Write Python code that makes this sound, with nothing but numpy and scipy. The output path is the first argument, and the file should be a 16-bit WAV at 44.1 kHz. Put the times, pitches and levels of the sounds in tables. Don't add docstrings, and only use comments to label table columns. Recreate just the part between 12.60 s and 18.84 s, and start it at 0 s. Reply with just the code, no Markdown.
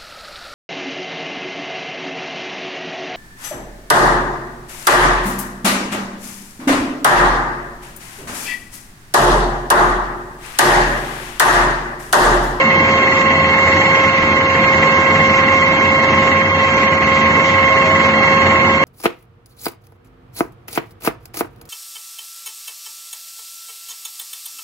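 import sys
import numpy as np
from scipy import signal
from scipy.fft import rfft, irfft, dct
from scipy.io import wavfile
from scipy.ndimage import uniform_filter1d

SR = 44100
rng = np.random.default_rng(int(sys.argv[2]) if len(sys.argv) > 2 else 0)


def waveform_to_disk(signal):
    frames = np.transpose(np.atleast_2d(signal))
    scaled = np.clip(frames, -1, 1) * 32767
    samples = np.round(scaled).astype(np.int16)
    wavfile.write(sys.argv[1], SR, samples)


def gain_from_db(level_db):
    decades = np.asarray(level_db, float) / 20
    return 10 ** decades


N = 275184
SECONDS = np.arange(N) / SR


def rms_one(x):
    return x / np.sqrt(np.mean(x ** 2) + 1e-20)


def in_time(rows):
    times, *columns = np.transpose(rows)
    return [np.interp(SECONDS, times, column) for column in columns]


def drift(rate):
    r = np.exp(-80 * np.pi * rate / SR)
    white = rng.standard_normal(N // 40 + 2002)
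    slow = signal.lfilter([1], [1, -2 * r, r * r], white)[2000:]
    return np.interp(np.arange(N) / 40, np.arange(len(slow)), rms_one(slow))


def colour(x, spectrum):
    hz, db = np.transpose(spectrum)
    log_hz = np.log(np.maximum(np.arange(N // 2 + 1) * SR / N, 1))
    return irfft(rfft(x) * gain_from_db(np.interp(log_hz, np.log(hz), db)), N)


def resonance(x, hz, width):
    r = np.exp(-np.pi * width / SR)
    poles = [1, -2 * r * np.cos(2 * np.pi * hz / SR), r * r]
    return signal.lfilter([(1 - r * r) / 2, 0, (r * r - 1) / 2], poles, x)


def ports(shared, opposed):
    return np.array([shared + opposed, shared - opposed])


def turbulence(shared, opposed, low, high, patchy_db, rate):
    white = rng.standard_normal((2, 2, N))
    flat = 0
    edges = np.geomspace(low, high, int(3 * np.log2(high / low)))
    for k, band in enumerate(zip(edges, edges[1:])):
        band_filter = signal.butter(2, band, "band", fs=SR, output="sos")
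        part = signal.sosfilt(band_filter, white[k % 2])
        flat = flat + part * gain_from_db([db * drift(rate) for db in patchy_db])
    per_hz = [rms_one(part) * np.sqrt(high - low) for part in flat]
    return ports(colour(per_hz[0], shared), colour(per_hz[1], opposed))


# (time [s], level [dB])
OVERALL_LEVEL = [(0.0, -11), (0.08, -13.5), (1.02, -13.5), (1.49, -12.5), (1.51, -14.5), (1.91, -14.5), (2.08, -13),
                 (3.68, -14), (3.94, -16.5), (3.98, -14.5), (4.36, -14), (4.4, -20), (4.41, -14.5), (5.84, -12.5),
                 (5.86, -11.5), (6.17, -14), (6.24, -11.5)]


def level_swing():
    db, = in_time(OVERALL_LEVEL)
    return db - db.mean()


# (time [s], lead on the mean rate [cycles])
BLOW_TIMING = [
    (0, -.16),
    (1.0, -.13),
    (2.0, .05),
    (3.0, -0.2),
    (4.2, -0.17),
    (4.5, -0.55),
    (6.24, -.51),
]
BLOWS_PER_S = 21.6


def blows_struck():
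    return BLOWS_PER_S * SECONDS + in_time(BLOW_TIMING)[0] + 1


# (frequency [Hz], density [dB per Hz])
AIR_SHARED = [(1450, -90.5), (1700, -57), (2230, -50), (2320, -55.5), (2850, -62.5), (3130, -70.5),
              (3320, -78), (3480, -70.5), (3880, -69), (4000, -74.5), (4600, -75), (5500, -77), (6300, -73),
              (7000, -76.5)]
# (frequency [Hz], density [dB per Hz])
AIR_OPPOSED = [(1450, -85), (1700, -61.4), (2230, -54.4), (2320, -57.5), (2850, -57.3), (3130, -66.4),
               (3320, -71.5), (3480, -68.0), (3880, -68.2), (4000, -72.1), (4600, -76.1), (5500, -76.2),
               (6300, -76.9), (7000, -80.0)]


def cooling_air(air_db, hiss_db):
    air = turbulence(AIR_SHARED, AIR_OPPOSED, low=1200, high=9000, patchy_db=[1.7, 1.7], rate=10)
    above_3300_hz = signal.butter(4, 3300, "high", fs=SR, output="sos")
    top = signal.sosfiltfilt(above_3300_hz, air)
    exhaust_db = 2.2 * np.cos(2 * np.pi * (blows_struck() - .17))
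    return gain_from_db(air_db + exhaust_db - 2.0) * (air - top) + gain_from_db(hiss_db) * top


# (frequency [Hz], density [dB per Hz])
ROAR_SHARED = [(25, -75), (45, -60), (68, -62), (115, -51), (190, -49), (300, -47.5), (440, -51.5),
               (600, -53.5), (760, -52.5), (950, -50.5), (1200, -53), (1450, -56), (1700, -64.5),
               (2000, -84.5)]
# (frequency [Hz], density [dB per Hz])
ROAR_OPPOSED = [(25, -78), (45, -70), (68, -66), (115, -66), (190, -67), (300, -69), (440, -62), (600, -63),
                (760, -63), (950, -62), (1200, -62), (1450, -56), (1700, -61.5), (2000, -85)]
# (frequency [Hz], width [Hz], level [dB])
HUMS = [(82.7, 4.4, -34.5), (92.53, 7.8, -31.5), (160.4, 14, -32), (218, 9, -29), (655, 7.3, -41.5)]


def diesel(roar_db):
    roar = turbulence(ROAR_SHARED, ROAR_OPPOSED, low=20, high=2400, patchy_db=[.5, 3.0], rate=9)
    white = rng.standard_normal(N)
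    hums = 0
    for hz, width, db in HUMS:
        hum = resonance(resonance(white, hz, width), hz, width)
        hums = hums + gain_from_db(db) * rms_one(hum)
    return gain_from_db(roar_db) * (roar + hums)


# (time [s], lobe rate [Hz])
SCREW_SPEED = [(0.0, 536.6), (0.7, 537.0), (1.3, 537.8), (1.8, 535.6), (2.4, 536.2), (3.4, 536.9),
               (4.3, 537.8), (5.0, 538.0), (5.75, 539.0), (6.24, 538.8)]
# (multiple of lobe rate, left peak [dB], right peak [dB], left lead [rad], flutter [dB])
UPPER_WHINE = [(3, -38.5, -22, 3, 2.5), (6, -32, -31, -2, 2.5), (8, -35, -60, -2, 3)]


def compressor():
    lobe_hz, = in_time(SCREW_SPEED)
    turn = 2 * np.pi * np.cumsum(lobe_hz + .35 * drift(9)) / SR
    first_db = -20.5 + 0.027 * SECONDS
    second_db = -19.5 + 0.25 * SECONDS
    fourth_left_db = -17.5 - 0.61 * SECONDS
    fourth_right_db = -16 + 0.016 * SECONDS
    lines = [
        (1, first_db + 2.0, first_db + 1.5, 0.28, 1.0),
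        (2, second_db + 0.19, second_db + 4.5, 0.23, 1.9),
        (4, fourth_left_db + 2.0, fourth_right_db + 3.0, 2.46, 1.7),
        *UPPER_WHINE]
    out = np.zeros((2, N))
    for multiple, left_db, right_db, lead, flutter_db in lines:
        flutter = gain_from_db(flutter_db * np.clip(drift(18), -3, 1.5))
        sway = 0.084 * drift(1)
        out[0] += flutter * gain_from_db(left_db) * np.sin(multiple * turn + lead + sway)
        out[1] += flutter * gain_from_db(right_db) * np.sin(multiple * turn)
    return out * gain_from_db(0.8 * level_swing())


# (time [s], pitch [Hz], level [dB])
SQUEAL = [
    (5.06, 627, -46),
    (5.12, 645, -21.5),
    (5.2, 655, -34.5),
    (5.28, 630, -22),
    (5.33, 644, -21.5),
    (5.38, 615, -46),
]


def squeal():
    hz, db = in_time(SQUEAL)
    db = np.where(np.abs(SECONDS - 5.22) < .16, db, -120)
    tone = np.sqrt(2) * gain_from_db(db + 1.2 * drift(25)) * np.sin(2 * np.pi * np.cumsum(hz) / SR)
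    return tone * gain_from_db([[-1.5], [1.5]])


# (frequency [Hz], width [Hz], level [dB], share in opposition [0-1])
ROD = [(1000, 500, -35, .1), (1830, 90, -31, .45), (1995, 70, -23.5, .15), (2085, 50, -30, .5),
       (2450, 500, -33.5, .6), (2611, 12, -35, .6), (2720, 60, -33.5, .6), (3035, 50, -36.5, .9),
       (3750, 500, -48, .5), (6200, 1500, -53, .2)]


def hammer(air_db):
    cycle = blows_struck()
    since = cycle % 1 / BLOWS_PER_S
    strength = gain_from_db(1.3 * rng.standard_normal(200))[cycle.astype(int)]
    burst = (1 - np.exp(-since / .004)) * (np.exp(-since / .007) + .06)
    crush = rng.standard_normal((2, N)) * burst * strength * gain_from_db(air_db)
    out = 0
    for hz, width, db, opposed in ROD:
        share = np.clip(opposed, 0, 1)
        damped_width = 1.71 * width
        ring = resonance(resonance(crush, hz, damped_width), hz, damped_width)
        shared, against = rms_one(ring)
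        out = out + gain_from_db(db) * ports(np.sqrt(1 - share) * shared, np.sqrt(share) * against)
    return out


# (frequency [Hz], left minus right [dB])
BALANCE = [(300, 0.0), (800, -0.6), (1200, -0.4), (1450, -2.5), (1800, 1.3), (2230, 0.9), (2850, 1.4),
           (3200, -1.5), (3500, 2.2), (3880, 3.9), (4600, 3.1), (5500, 1.2), (6800, 0.3), (7300, 2.1)]


def scene():
    overall_db = level_swing()
    gusts_per_s = 4.0
    roar_db = 0.8 * overall_db + 0.4 * drift(gusts_per_s) + 0.36
    air_db = 0.54 * overall_db + 0.16 * drift(gusts_per_s) - .1
    hiss_db = 0.96 * overall_db + 1.03 * drift(gusts_per_s) + 0.072
    hiss_db = hiss_db + 3.0 * np.exp(-((SECONDS - 1.2) / 0.18) ** 2)
    noise = cooling_air(air_db, hiss_db) + diesel(roar_db) + hammer(air_db)
    lean = np.array(BALANCE, float)
    left = colour(noise[0], lean * [1, .5])
    right = colour(noise[1], lean * [1, -.5])
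    return np.array([left, right]) + compressor() + squeal()


BANDS = [(4, 10), (8, 7), (12, 4), (16, 2), (20, 2), (24, 2), (28, 2), (32, 21)]
# (frequency [Hz], drop point re neighbours [dB], rounding step re neighbours [dB],
# gentler treatment of the difference [dB])
MASKING = [(0, -12.5, -5, 0), (2330, -14, -7, 2), (2600, -5.5, 3.5, 5), (3100, -6, 2.5, 5),
           (3450, -10, -2, 2), (4650, -9.5, -4, 0), (5700, -4.5, -2, 0), (7600, -5.5, -2, 1)]


def thrifty_storage(x, chance_db, hop=1024):
    frames, half = N // hop + 2, hop // 2
    cutoff_hz = 7600
    window = np.sin(np.pi * (np.arange(2 * hop) + .5) / (2 * hop))
    padded = np.pad(ports(*x) / 2, ((0, 0), (hop, frames * hop - N)))
    places = np.arange(frames)[:, None] * hop + np.arange(2 * hop)
    a, b, c, d = np.split(padded[:, places] * window, 4, axis=2)
    folded_in = np.concatenate([-c[..., ::-1] - d, a - b[..., ::-1]], axis=2)
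    lines = dct(folded_in, type=4, norm="ortho")

    starts = np.cumsum([0, *np.repeat(*np.transpose(BANDS))])
    sizes = np.diff(np.append(starts, hop))
    level = np.add.reduceat(lines ** 2, starts, axis=2) / sizes
    mask = uniform_filter1d(level.sum(axis=0), size=3, axis=1)
    hz, *columns = np.transpose(MASKING)
    band_hz = starts * SR / (2 * hop)
    mask_db, step_db, spared_db = [np.interp(band_hz, hz, column) for column in columns]
    chance = chance_db * rng.standard_normal(level.shape)
    chance = chance - spared_db * np.array([[[0]], [[1]]])
    kept = level > mask * gain_from_db(2 * (mask_db + chance))
    step = np.repeat(np.sqrt(mask + 1e-12) * gain_from_db(step_db + chance), sizes, axis=2)
    lines = np.round(lines / step) * step * np.repeat(kept, sizes, axis=2)
    lines[..., int(cutoff_hz / SR * 2 * hop):] = 0

    folded = dct(lines, type=4, norm="ortho")
    p, q = folded[..., :half], folded[..., half:]
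    parts = np.concatenate([q, -q[..., ::-1], -p[..., ::-1], -p], axis=2) * window
    joined = parts[:, :-1, hop:] + parts[:, 1:, :hop]
    return ports(*joined.reshape(2, -1)[:, :N])


def roll_off(x):
    return signal.sosfilt(signal.butter(12, 8650, fs=SR, output="sos"), x)


def record(dry):
    since = SECONDS - 6.184
    duck_db = -8.0 * (since > 0) * np.exp(-np.abs(since) / .014)
    ducked = dry * gain_from_db(duck_db)
    rounded = ducked / (1 + (ducked / 1.3) ** 4) ** (1 / 4)
    stored = thrifty_storage(rounded, chance_db=2.8)
    mix = np.clip(stored, -1, 1)
    return roll_off(mix)


dry = scene()
out = record(dry)
waveform_to_disk(out)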